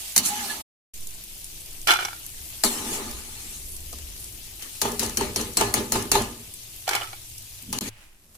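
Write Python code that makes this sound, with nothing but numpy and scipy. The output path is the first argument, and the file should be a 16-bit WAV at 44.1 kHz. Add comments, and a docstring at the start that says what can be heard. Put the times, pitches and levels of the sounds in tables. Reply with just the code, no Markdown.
"""Peanuts sizzle in hot oil close to a small stereo microphone, as countless tiny steam bubbles burst.
A slotted steel spoon taps, scrapes and squeaks on the pan, making it ring. Twice it tips nuts onto
a steel tray, where they bounce and rattle. Underneath, the kitchen rumbles and the hand-held
microphone shakes. The sound is muted for a moment, drops out once, and ends in a quieter part
of the kitchen."""
import sys
import numpy as np
from scipy import signal
from scipy.fft import rfft, irfft, next_fast_len
from scipy.io import wavfile
from scipy.ndimage import uniform_filter1d

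SR = 44100
rng = np.random.default_rng(int(sys.argv[2]) if len(sys.argv) > 2 else 0)


def persist_wave(psi):
    """Save psi, clipped to +-1, as 16-bit WAV."""
    counts = np.round(np.clip(psi, -1, 1) * 32767).astype(np.int16)
    wavfile.write(sys.argv[1], SR, np.atleast_2d(counts).T)


N = 369116
TIME = np.arange(N) / SR
SCENE_CHANGE_S = 7.89


def gain_of(db):
    """Turn decibels into a number to multiply by."""
    return 10 ** (np.asarray(db) / 20)


def evened(x):
    """Scale a signal to an average power of one."""
    return x / np.sqrt(np.mean(x ** 2) + 1e-20)


def value_at(points, hz):
    """Look up a value between the rows of a frequency table."""
    known_hz, value = np.transpose(points)
    return np.interp(np.log(hz + 1), np.log(known_hz + 1), value)


def level(curves, column=1):
    """Gain over time along curves of seconds and dB, silent outside them."""
    out = np.zeros(N)
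    for rows in map(np.array, curves):
        on = slice(*np.searchsorted(TIME, rows[[0, -1], 0]))
        out[on] += gain_of(np.interp(TIME[on], rows[:, 0], rows[:, column]))
    return out


def swell(start, rise, peak_db, start_db, fade_db_per_s):
    """A level curve that starts a little low, climbs to its peak, then fades for half a second."""
    peak_s = start + rise
    return [(start, peak_db + start_db), (peak_s, peak_db), (peak_s + .5, peak_db - .5 * fade_db_per_s)]


def balance(rows):
    """Left and right gains that move a sound from side to side."""
    times, db = np.transpose(rows)
    left = gain_of(np.interp(TIME, times, db) / 2)
    return np.array([left, 1 / left])


def colour(spectrum, size=4096):
    """A filter that shapes the tone, from rows of Hz and dB."""
    log_gain = np.log(gain_of(value_at(spectrum, abs(np.fft.fftfreq(size, 1 / SR)))))
    taps = np.fft.ifft(np.exp(np.conj(signal.hilbert(log_gain)))).real[:size // 2]
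    return taps / np.linalg.norm(taps)


def ring(modes, size=2048):
    """A struck object's fading tones (its modes), from rows of Hz, width and dB. Wide ones die fast."""
    t = np.arange(size) / SR
    hz, width, db = np.transpose(modes)[:, :, None]
    taps = (gain_of(db) * width * np.exp(-np.pi * width * t) * np.sin(2 * np.pi * hz * t)).sum(0)
    return taps / np.linalg.norm(taps)


def through(x, taps):
    """Play a sound through a filter or a ringing object."""
    return signal.oaconvolve(x, np.atleast_2d(taps), axes=1)[:, :N]


def above(x, hz):
    """Keep the part of a sound above this frequency."""
    return signal.sosfilt(signal.butter(4, hz, "high", fs=SR, output="sos"), x)


def gritty(per_s, spread_db, hiss):
    """Random clicks of uneven size over a bed of hiss, in stereo."""
    sizes = gain_of(spread_db * np.minimum(rng.exponential(1, N), 5))
    clicks = sizes * (rng.random(N) < per_s / SR)
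    puffs = uniform_filter1d(clicks, size=24)  # each lasts half a millisecond
    return (evened(puffs) + hiss) * rng.standard_normal((2, N)) / np.sqrt(1 + hiss ** 2 + hiss)


def bursts(times, level_db, t60, rise):
    """Puffs of noise that build in about rise seconds and fade by 60 dB in t60 seconds."""
    out, t = np.zeros((2, N + 4410)), np.arange(4410) / SR
    puffs = rng.standard_normal((len(times), 2, len(t))) * (1 - np.exp(-t / rise))
    for start, db, puff in zip(times, level_db, puffs):
        out[:, round(start * SR):][:, :len(t)] += puff * gain_of(db - 60 * t / t60)
    return out[:, :N]


def pings(times, level_db, pitch_hz, t60):
    """A short, fading tone for each blow."""
    out, t = np.zeros((2, N + 4096)), np.arange(4096) / SR
    phases = rng.random((len(times), 2)) * 2 * np.pi
    for start, db, hz, phase in zip(times, level_db, pitch_hz, phases):
        tone = np.sin(2 * np.pi * hz * t + phase[:, None]) * (1 - np.exp(-t / 0.00055))
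        out[:, round(start * SR):][:, :len(t)] += tone * gain_of(db - 60 * t / t60)
    return out[:, :N]


def patchy(x, depth_db, bins, frames):
    """Make a sound flicker: random patches of its spectrum swell and sink."""
    spectrum = signal.stft(x, SR, nperseg=512)[2]
    noise = rng.standard_normal(spectrum.shape[1:])
    patches = evened(uniform_filter1d(uniform_filter1d(noise, bins, 0), frames, 1))
    flicker = gain_of(depth_db * patches - 0.14 * depth_db ** 2)
    return signal.istft(spectrum * flicker, SR, nperseg=512)[1][:, :N]


def varied(modes, luck, detune, widen, spread_db):
    """The ring from another spot: each tone a little shifted, and louder or softer."""
    hz, width, db = np.transpose(modes)
    return ring(np.transpose([hz * (1 + detune * luck[:, 0]), widen * width, db + spread_db * luck[:, 1]]))


def clinks(times, level_db, modes, detune, widen, spread_db):
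    """Each blow lands on a new spot, so it rings its own way in each channel."""
    out = np.zeros((2, N + 2048))
    lucks = rng.standard_normal((len(times), 2, len(modes), 2))
    for start, db, luck in zip(times, level_db, lucks):
        for side in range(2):
            clink = varied(modes, luck[side], detune, widen, spread_db)
            out[side, round(start * SR):][:2048] += gain_of(db) * clink
    return out[:, :N]


def wandering(x, modes, turn_s, detune, widen, spread_db):
    """The point of contact moves about, so three slightly different rings take turns."""
    luck = rng.standard_normal((3, len(modes), 2))
    rings = [varied(modes, spot, detune, widen, spread_db) for spot in luck]
    turns = [np.cos(np.pi * (TIME / turn_s + k / 3)) ** 2 for k in range(3)]
    return sum(through(x * turn, taps) for turn, taps in zip(turns, rings)) / np.sqrt(9 / 8)


# The quiet ending. 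Each row: time in seconds, hiss in dB, rustle in dB.
CORNER_LEVELS = [(7.891, -41, -55), (7.91, -70, -53), (8.037, -60, -55), (8.131, -64.5, -64),
                 (8.337, -58.5, -80), (8.353, -50, -83), (8.37, -59, -75)]
# The tone of the hiss and of the rustle. Each row: frequency in Hz, level in dB.
HISS_TONE = [(120, -16), (200, -2), (240, -2), (294, -31), (547, -10), (2040, -16), (8000, -9.5),
             (12000, -8), (15000, -14), (16000, -39)]
RUSTLE_TONE = [(500, -15), (1200, -9), (2700, -2.5), (4000, -11), (8000, -20)]


def quiet_corner():
    """A faint hiss and a soft rustle, away from the stove."""
    grit = gritty(per_s=230, spread_db=-7, hiss=3.8)
    hiss = through(grit, colour(HISS_TONE)) * level([CORNER_LEVELS], 1) * gain_of(3)
    rustle = through(grit, colour(RUSTLE_TONE)) * level([CORNER_LEVELS], 2)
    return hiss + rustle


# Deep noises. Each row: time in seconds, then microphone shake, its boom and kitchen rumble in dB.
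RUMBLE_LEVELS = [(0.0, -67, -71, -52.5), (0.4, -65, -56.5, -63.5), (1.05, -51.5, -60, -51),
                 (1.32, -45, -83, -52.5), (1.85, -44, -66, -51), (2.2, -50, -59, -52),
                 (2.45, -46, -51, -50.5), (2.7, -50, -60, -54), (3.15, -41, -41.5, -62),
                 (3.45, -49.5, -56, -48.5), (3.9, -41.5, -42.5, -50), (4.2, -52, -49, -48.5),
                 (4.75, -51.5, -62, -54.5), (5.1, -50, -44, -45.5), (6.2, -84, -73.5, -42),
                 (6.6, -55, -66, -54), (7.8, -51, -51.5, -59), (7.92, -53, -62, -64),
                 (8.37, -62.5, -68, -61.5)]
# The tone of the kitchen rumble. Each row: frequency in Hz, level in dB.
RUMBLE_TONE = [(24, -28.5), (40, -4), (81, -11.5), (108, -13.5), (248, -23), (337, -19), (478, -27.5),
               (600, -32.5), (780, -49), (1320, -120)]
# A low hum. Each row: time in seconds, level in dB.
HUM_LEVELS = [(0, -70.5), (2.5, -59.5), (6.6, -59.5), (7.1, -55), (7.7, -50.5), (7.9, -65)]


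def rumble():
    """The microphone shakes, the kitchen rumbles and hums; one slow, very deep bump follows the mute."""
    shake, boom, room, hum = rng.standard_normal((4, 2, N))
    shake_tone = [(3, -28.5), (12, 10.5), (30, -2), (50, -37.5), (20000, -100)]
    boom_tone = [(25, -29.5), (50, -4.5), (75, 0.5), (110, -34.5), (20000, -100)]
    shake = through(shake, colour(shake_tone, size=16384)) * level([RUMBLE_LEVELS], 1)
    boom = through(boom, colour(boom_tone, size=16384)) * level([RUMBLE_LEVELS], 2)
    room = through(room, colour(RUMBLE_TONE, size=16384)) * level([RUMBLE_LEVELS], 3)
    hum_swells = gain_of(-14.5) * scoops(DRONE) * (TIME < SCENE_CHANGE_S)  # one with each scoop
    hum = through(hum * (level([HUM_LEVELS]) + hum_swells), ring([(109.3, 8.6, 0)], size=16384))
    bump_progress = np.clip((TIME - .945) / .26, 0, 1)
    bump = gain_of(-35) * np.sin(np.pi * bump_progress ** .6)
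    return bump + shake + boom + room + hum


# Two moans, after the first taps and near the end. Each row: time in seconds, level in dB.
MOAN_CURVES = [
    [(.165, -34), (.28, -43), (.31, -46.5), (.61, -71)],
    [(7.62, -56.5), (7.7, -40), (7.77, -34.5), (7.89, -39)],
]


def moan():
    """Noise rings at two low, close pitches and makes a soft moan."""
    noise = rng.standard_normal((2, N)) * level(MOAN_CURVES)
    return through(noise, ring([(245, 12, 0.0091), (202.5, 10, 0.01)]))


# Single nuts landing. Each row: start in seconds, blow in dB, tick in dB over the blow, ping in Hz.
NUT_LANDINGS = [(1.872, -16.5, 4.5, 3050), (1.8814, -14, -6, 810), (1.888, -9, -15, 2290),
                (1.8918, -25, -13, 2240), (1.8955, -12, -16, 3180), (1.9035, -13, -12, 3060),
                (1.9155, -18.5, 5, 840), (1.9351, -17, -1, 860), (1.9584, -16.5, -18, 1390),
                (1.989, -16, -28, 1430), (2.0082, -27, -23, 760), (2.0253, -19.5, -18, 710),
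                (2.0495, -16, -3.5, 5740), (2.084, -25, -21, 2270), (2.1298, -27.5, -11, 1400),
                (6.8777, -15, -5, 770), (6.89, -18, 4.5, 1510), (6.91, -16, -7, 1600),
                (6.933, -16, -7, 2220), (6.9504, -14, 0.5, 2220), (6.9618, -15.5, -10, 2960),
                (6.978, -23, -12, 2190), (7.0115, -24, -17, 790), (7.0175, -22, -11, 2960),
                (7.031, -34, 6, 3030), (7.059, -41, -8.5, 3030), (7.1305, -26.5, -14, 795)]
# Nuts pouring out. Each row: start in seconds, rise in seconds, peak in dB, fade in dB per second.
NUT_POURS = [(1.871, 0.035, -16.5, 246), (1.992, 0.0077, -33, 128), (6.87, 0.076, -26.5, 119)]
# The tray's ringing tones. Each row: pitch in Hz, width in Hz, level in dB.
TRAY_MODES = [(363, 42, 3.5), (740, 13, -4), (870, 75, -3), (1340, 32, -31), (1400, 12, 5),
              (1810, 43, -4.5), (2260, 13, 5.5), (2404, 12, 7), (2630, 19, -8), (2920, 22, -3.5),
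              (3080, 39, 1), (3420, 29, -1), (3410, 36, -4.5), (4050, 43, -3), (4730, 30, -5),
              (4800, 45, -22.5), (5600, 110, -12)]
# A nut's knock on the bare tray and among other nuts. Each row: frequency in Hz, level in dB.
BARE_CLACK_TONE = [(180, -49), (300, -12), (711, -13), (1230, 10), (1380, 19.5), (1860, -1.5), (3060, -0.5),
                   (11000, -21.5), (15800, -44)]
LOADED_CLACK_TONE = [(180, -53), (300, -8), (780, 10), (1230, 4.5), (2200, 3), (3500, -5), (11000, -22),
                     (15800, -43.5)]
# One tray tone that keeps ringing. Each row: time in seconds, level in dB.
LINGER_LEVELS = [(7.02, -42), (7.03, -35), (7.075, -47), (7.085, -60)]


def nuts_on_tray():
    """Each nut knocks the thin steel, which rings briefly; hard landings add a tick."""
    times, blow_db, tick_db, ping_hz = np.transpose(NUT_LANDINGS)
    blows = bursts(times, blow_db, t60=.022, rise=0.0021)
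    pours = [swell(start, rise, db, -9, fade) for start, rise, db, fade in NUT_POURS]
    rattle = gritty(per_s=760, spread_db=4.5, hiss=2.3) * level(pours)
    ticks = bursts(times, blow_db + tick_db, t60=.03, rise=0.0016) + gain_of(-9) * rattle
    ticks = through(ticks, colour([(2000, -20.5), (4500, -6), (9000, -9), (15000, -13), (16000, -59)]))
    loaded = TIME > NUT_POURS[-1][0] - .5  # the second spoonful lands among the first
    steel = gain_of(-.5) * through((blows + rattle) * ~loaded, colour(BARE_CLACK_TONE))
    steel += gain_of(-5) * through((blows + rattle) * loaded, colour(LOADED_CLACK_TONE))
    bare_ring = wandering(rattle * ~loaded, TRAY_MODES, turn_s=.045, detune=.012, widen=1.9, spread_db=4)
    full_ring = wandering(rattle * loaded, TRAY_MODES, turn_s=.044, detune=.041, widen=1.9, spread_db=1.5)
    steel += gain_of(-3) * bare_ring + gain_of(-6) * full_ring
    steel += clinks(times, blow_db + 13, TRAY_MODES, detune=.015, widen=1.9, spread_db=7)
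    steel += pings(times, blow_db - 1.5, ping_hz, t60=.029)
    steel += through(rng.standard_normal((2, N)) * level([LINGER_LEVELS]), ring([(1310, 25, 0)]))
    thuds = bursts(times, blow_db - 7.5, t60=.03, rise=0.0026)
    steel += through(thuds, ring([(830, 77, 0.0045), (950, 68, -1.8)]))
    steel = above(above(steel, 340), 404)  # thin steel gives off little bass
    return steel * gain_of([[-1.5], [1.5]]) + ticks * gain_of([[1.2], [-1.2]])


# The spoon's squeak. Each row: time in seconds, pitch in Hz, tone in dB, its octave in dB.
SQUEAK_CURVE = [(0.29, 805, -55, -65.5), (0.301, 822, -35, -73), (0.405, 860, -45, -37),
                (0.454, 794, -46.5, -60), (0.504, 863, -55, -32), (0.56, 830, -53.5, -70)]


def squeak():
    """The spoon's edge sticks and slips unevenly, giving a fuzzy tone and its octave."""
    times, hz = np.transpose(SQUEAK_CURVE)[:2]
    cycles = np.cumsum(np.interp(TIME, times, hz)) / SR
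    wobble = evened(uniform_filter1d(uniform_filter1d(rng.standard_normal((2, 2, N)), 400), 400))
    tone, octave = (1 + 1.4 * wobble) * np.sin(2 * np.pi * np.array([cycles, 2 * cycles]))[:, None]
    return tone * level([SQUEAK_CURVE], 2) + octave * level([SQUEAK_CURVE], 3)


# Knocks on the pan's wall. Each row: start in seconds, lower tone in dB, upper tone in dB.
WALL_KNOCKS = [(4.837, -41, -32), (4.854, -22, -16.5), (4.928, -28, -41), (5.027, -26, -25),
               (5.209, -23, -17), (5.365, -27, -40), (5.609, -24, -17), (5.619, -17, -18.5),
               (5.769, -41, -28), (5.808, -24.5, -40.5), (5.957, -24.5, -26), (6.154, -25, -13),
               (6.165, -23, -22), (6.184, -24.5, -23)]
# The wall's two tones. Each row: pitch in Hz, seconds to fade by 60 dB.
WALL_MODES = [(400, 0.16), (885, 0.049)]


def wall_knocks():
    """The spoon knocks the pan's wall, which rings hollow, a little off pitch each time."""
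    times, *levels_db = np.transpose(WALL_KNOCKS)
    detunes = 1 + 0.025 * rng.standard_normal((len(times), 2))
    return sum(pings(times, db, hz * detune, t60)
               for db, (hz, t60), detune in zip(levels_db, WALL_MODES, detunes.T))


# Nuts touching the spoon. Each row: start in seconds, level in dB.
NUT_CLICKS = [(4.886, -26), (4.9181, -22), (5.031, -17), (5.062, -20.5), (5.0952, -21), (5.2099, -21),
              (5.3466, -32), (5.412, -17), (5.5354, -30), (5.6103, -12), (6.0236, -20.5), (6.1523, -18),
              (6.2193, -19)]


def nut_clicks():
    """Nuts click against the spoon as it lifts them."""
    times, db = np.transpose(NUT_CLICKS)
    clicks = bursts(times, db, t60=.02, rise=.0005)
    return through(above(clicks, 4900), colour(RASP_TONE)) * balance(SPOON_BALANCE)


RASP, DRONE, UPPER = 0, 1, 2  # a scrape's layers: steel rasp, the pan's low drone, its upper tones
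# Short scoops through the nuts. Each row: start and rise in seconds, then each layer's peak in dB.
SPOON_SCOOPS = [(4.594, 0.039, -41.5, -52, -66), (4.822, 0.031, -31.5, -26, -27.5),
                (4.997, 0.034, -30.5, -30, -33.5), (5.176, 0.033, -32, -24.5, -28.5),
                (5.359, 0.04, -32, -28, -34.5), (5.577, 0.033, -27, -24.5, -22),
                (5.74, 0.03, -30.5, -25.5, -32), (5.922, 0.033, -29, -25, -26.5),
                (6.119, .034, -26, -23, -22), (7.729, 0.02, -36.5, -38, -37.5),
                (7.808, 0.036, -41, -44, -63), (7.858, 0.038, -40.5, -35, -43)]
# One number for each layer: its start in dB against the peak, and its fade in dB per second.
LAYER_START_DB = [-6.5, -15.5, -16.5]
LAYER_FADE_DB_PER_S = [135, 115, 133]


def scoops(layer):
    """How one layer swells and fades as the spoon pushes through the nuts."""
    return level([swell(start, rise, peaks_db[layer], LAYER_START_DB[layer], LAYER_FADE_DB_PER_S[layer])
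                  for start, rise, *peaks_db in SPOON_SCOOPS])


def clunks(layer):
    """The spoon digs in with a clunk at the peak of each scoop."""
    start, rise, *peaks_db = np.transpose(SPOON_SCOOPS)
    over_peak_db = (0, -11, 6)[layer]
    return bursts(start + rise, peaks_db[layer] + over_peak_db, t60=.049, rise=0.0012)


# The pan's low and upper ringing tones. Each row: pitch in Hz, width in Hz, level in dB.
PAN_LOW_MODES = [(240.8, 4.65, 9.5), (324.5, 26, -9), (406.6, 37, -1), (473, 48, -7.5), (597.6, 3.8, 2)]
PAN_UPPER_MODES = [(733, 8.3, -17), (884, 74, 6.5), (1037.5, 40, 2), (1211, 71, 3), (1714, 11.4, 5)]


def pan_ring(drone, upper):
    """The oil-filled pan answers the spoon with ringing tones on top of a broad, dull sound."""
    low_body = colour([(40, -36.5), (90, -38), (190, 16), (450, 0.5), (700, -19), (20000, -82.5)])
    high_body = colour([(400, -18.5), (650, -1.5), (1500, -10), (2600, -13), (20000, -64)])
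    low = gain_of(-4) * ring(PAN_LOW_MODES) + gain_of(-12.5) * low_body
    high = gain_of(-6) * ring(PAN_UPPER_MODES) + gain_of(-7) * high_body
    return through(drone, low) + through(upper, high) * gain_of([[-1.2], [1.2]])


# Taps on the pan. Each row: start in seconds, then crack, low thump and upper tones in dB.
SPOON_TAPS = [(0.1629, -5, -25.5, -20), (0.1778, -4.5, -29, -39), (2.6365, -8, -16, -14),
              (3.928, -31.5, -36.5, -30.5), (3.9852, -34, -38, -45), (4.6226, -28.5, -52, -45),
              (4.816, -10, -20, -19.5), (4.9943, -14, -21.5, -45), (5.1716, -13, -18, -34),
              (5.36, -14.5, -23.5, -27), (5.5706, -8.5, -18, -17.5), (5.7399, -10, -19, -15.5),
              (5.9209, -11.5, -16, -18.5), (6.116, -7, -15, -12), (7.7276, -18.5, -33, -23),
              (7.7862, -17.5, -39, -28), (7.8098, -24.5, -25, -31)]
# Two long drags, one curve each. Each row: time in seconds, then rasp, drone and treble in dB.
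SPOON_DRAGS = [
    [(0.19, -30, -39, -41), (0.224, -38.5, -45, -43), (0.243, -32, -45, -30), (0.258, -30, -49, -18.5),
     (0.295, -33.5, -42, -23.5), (0.326, -34, -47, -39), (0.518, -33.5, -44, -50), (0.612, -46, -47.5, -57)],
    [(2.645, -31, -24, -11), (2.672, -28, -28, -24), (2.687, -33, -35, -26), (2.841, -39.5, -35.5, -34.5),
     (2.953, -33, -35.5, -28.5), (3.011, -39.5, -35, -40), (3.245, -45, -50.5, -45), (3.55, -47, -56, -38),
     (3.68, -72, -75, -45)],
]
# One number for each drag: the pan's upper tones in dB against its drone.
UPPER_OVER_DRONE_DB = [3.5, -2]
# The tone of scraping steel. Each row: frequency in Hz, level in dB.
RASP_TONE = [(710, -22.5), (1200, -4.5), (1550, -7.5), (1730, -2.5), (3340, -2), (4190, -6.5), (5370, -2.5),
             (5860, -1), (10300, -3.5), (14700, -12.5), (15800, -37)]
# The spoon's ringing tones. Each row: pitch in Hz, width in Hz, level in dB.
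SPOON_MODES = [(3035, 17, 5), (4235, 42, 5), (4930, 76, 2.5), (5490, 39, -1.5), (6100, 310, -11),
               (6460, 33, -5.5), (7170, 51, 1.5), (8100, 24, -9), (8540, 420, -30), (10450, 260, -3)]
# Where the spoon is heard. Each row: time in seconds, left minus right in dB.
SPOON_BALANCE = [(0, -2), (.6, -3), (2.6, 2.5), (4.8, 4), (6.3, 2.5), (7.8, 3.5)]


def spoon():
    """Taps, drags and scoops make the steel spoon rasp and clink, and set the pan droning."""
    times, crack_db, thump_db, upper_db = np.transpose(SPOON_TAPS)
    cracks = bursts(times, crack_db - 10, t60=.081, rise=0.0012)
    cracks += bursts(times, crack_db - 1.5, t60=.012, rise=0.00043)  # the first snap
    cracks = gain_of(-4.5) * cracks + gain_of(2) * above(cracks, 3300)  # a blow is brighter than a drag
    rasp = cracks + clunks(RASP)
    rasp += gritty(per_s=1500, spread_db=-4.5, hiss=7.5) * (level(SPOON_DRAGS, 1) + scoops(RASP))
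    steel = gain_of(-.5) * through(rasp, colour(RASP_TONE))
    steel += gain_of(-7.5) * wandering(rasp, SPOON_MODES, turn_s=.31, detune=.05, widen=2.5, spread_db=5)
    treble = gritty(per_s=840, spread_db=1, hiss=2.8) * level(SPOON_DRAGS, 3)
    steel += through(above(treble, 6000), colour(RASP_TONE))
    grit = gritty(per_s=400, spread_db=2, hiss=3.5)
    drone = bursts(times, thump_db, t60=.081, rise=0.0086) + clunks(DRONE)
    drone += grit * (level(SPOON_DRAGS, 2) + scoops(DRONE))
    upper = bursts(times, upper_db, t60=.043, rise=0.0018) + clunks(UPPER)
    upper_drags = sum(level([drag], 2) * gain_of(db) for drag, db in zip(SPOON_DRAGS, UPPER_OVER_DRONE_DB))
    upper += grit * (upper_drags + scoops(UPPER))
    steel = patchy(steel, depth_db=3, bins=5, frames=6)  # sliding keeps shifting the ring
    steel += clinks(times, crack_db + 11, SPOON_MODES, detune=.06, widen=0.6, spread_db=6)
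    return above(steel, 830) * balance(SPOON_BALANCE) + pan_ring(drone, upper)


# The oil's larger spits. Each row: start in seconds, level in dB.
OIL_SPITS = [(1.0335, -37), (1.0706, -26), (1.1069, -31), (1.2376, -28), (1.3789, -31), (1.4133, -30),
             (1.4427, -28), (1.6083, -33), (1.6594, -29), (1.8144, -28), (2.2633, -24), (2.4674, -41),
             (3.0935, -34), (3.111, -23.5), (3.7644, -32), (4.241, -27), (6.5383, -27.5), (7.3804, -27),
             (7.6233, -32)]
POPS_PER_S, POP_DB, POP_SPREAD_DB = 22, -35, 2.5


def spits():
    """The oil spits sharply now and then, with small pops at random moments."""
    times, db = np.transpose(OIL_SPITS)
    large = above(bursts(times, db, t60=.025, rise=0.00066), 4800)
    when, size = rng.random((round(POPS_PER_S * N / SR), 2)).T
    pops = bursts(when * N / SR, POP_DB + POP_SPREAD_DB * (2 * size - 1), t60=.02, rise=0.001)
    spatter = through(large + above(pops, 5500), colour(SIZZLE_TONE))
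    return patchy(spatter, depth_db=4, bins=30, frames=2)


# Two swells of fizz, one curve each. Each row: time in seconds, level in dB.
FIZZ_CURVES = [
    [(3.55, -54), (3.69, -40.5), (3.77, -39), (3.8, -62)],
    [(4.14, -62), (4.2, -39), (4.25, -47), (4.32, -60)],
]


def fizz():
    """The oil's fizz swells briefly in the high treble."""
    bubbles = gritty(per_s=600, spread_db=-7, hiss=2) * level(FIZZ_CURVES)
    return through(bubbles, colour([(5000, -23), (9000, -1), (11500, 2), (14000, -11), (16000, -46)]))


# How loud the sizzle is. Each row: time in seconds, level in dB.
SIZZLE_LEVELS = [(0.0, -34.5), (0.13, -35.5), (0.998, -41.5), (1.8, -41.5), (2.58, -39.5), (3.1, -43.5),
                 (3.4, -43), (3.76, -42), (3.87, -41.5), (4.14, -41.5), (4.3, -41.5), (4.6, -41.5),
                 (4.75, -39), (6.3, -43.5), (6.8, -42), (7.7, -43.5)]
# The tone of the sizzle. Each row: frequency in Hz, level in dB.
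SIZZLE_TONE = [(180, -29.5), (300, -17.5), (391, -12.5), (425, -18.5), (563, -13.5), (602, -3), (1110, -6),
               (1210, -6.5), (1360, -6.5), (2720, 4), (4500, 4.5), (7000, 5.5), (11200, 7.5), (15000, 4),
               (15800, -24)]
# Where the sizzle is heard. Each row: time in seconds, left minus right in dB.
SIZZLE_BALANCE = [(0, -2), (1.2, 2), (2.2, 2), (4, 3.5), (7.7, 2)]


def sizzle():
    """Countless tiny steam bubbles burst in the oil and blend into a finely flickering hiss."""
    hiss = through(gritty(per_s=130, spread_db=1, hiss=6.1), colour(SIZZLE_TONE))
    hiss = patchy(hiss, depth_db=1.6, bins=8, frames=4)  # quick, narrow flicker
    hiss = evened(patchy(hiss, depth_db=.8, bins=70, frames=24))  # slow, broad flicker
    held_to_end = SIZZLE_LEVELS + [(N / SR, SIZZLE_LEVELS[-1][1])]
    return hiss * level([held_to_end]) * balance(SIZZLE_BALANCE)


# How alike left and right are. 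Each row: frequency in Hz, likeness (1 is the same, 0 is unrelated).
STEREO_LIKENESS = [(60, 0.91), (180, 0.97), (400, 0.91), (700, 0.67), (1650, -0.087), (4970, 0.078),
                   (15000, -0.11)]


def scene():
    """Shortly before the end the scene changes to a quieter part of the kitchen, where the stove is no longer
    heard. Both sides hear much the same bass but their own treble."""
    stove = sizzle() + spits() + fizz() + spoon() + wall_knocks() + nut_clicks()
    stove += squeak() + moan() + nuts_on_tray()
    stove *= np.clip((SCENE_CHANGE_S - TIME) / 0.003 + 1, 0, 1)
    size = next_fast_len(N)
    left, other = rfft(stove + rumble() + quiet_corner(), size)
    likeness = np.clip(value_at(STEREO_LIKENESS, np.fft.rfftfreq(size, 1 / SR)), -1, 1)
    right = likeness * left + np.sqrt(1 - likeness ** 2) * other
    return irfft(np.array([left, right]), size)[:, :N]


# A mute and a short dropout. 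Each row: start, end, fade out and fade in, all in seconds, depth in dB.
DROPOUTS = [(.613, .939, .014, .005, -120), (7.789, 7.8095, .002, .002, -32)]
PEAK_LIMIT, TREBLE_LIMIT_HZ = .88, 16800


def record(dry):
    """The sound cuts out twice, any loud peaks are clipped, and the highest treble is removed."""
    gate = np.ones(N)
    for start, end, fade_out, fade_in, db in DROPOUTS:
        ramp = np.maximum((start - TIME) / fade_out, (TIME - end) / fade_in) + 1
        gate *= np.clip(ramp, gain_of(db / 2), 1) ** 2
    clipped = np.clip(dry * gate, -PEAK_LIMIT, PEAK_LIMIT)
    lowpass = signal.firwin(511, TREBLE_LIMIT_HZ, window=("kaiser", 9), fs=SR)
    return signal.oaconvolve(clipped, lowpass[None], "same")


dry = scene()
out = record(dry)
persist_wave(out)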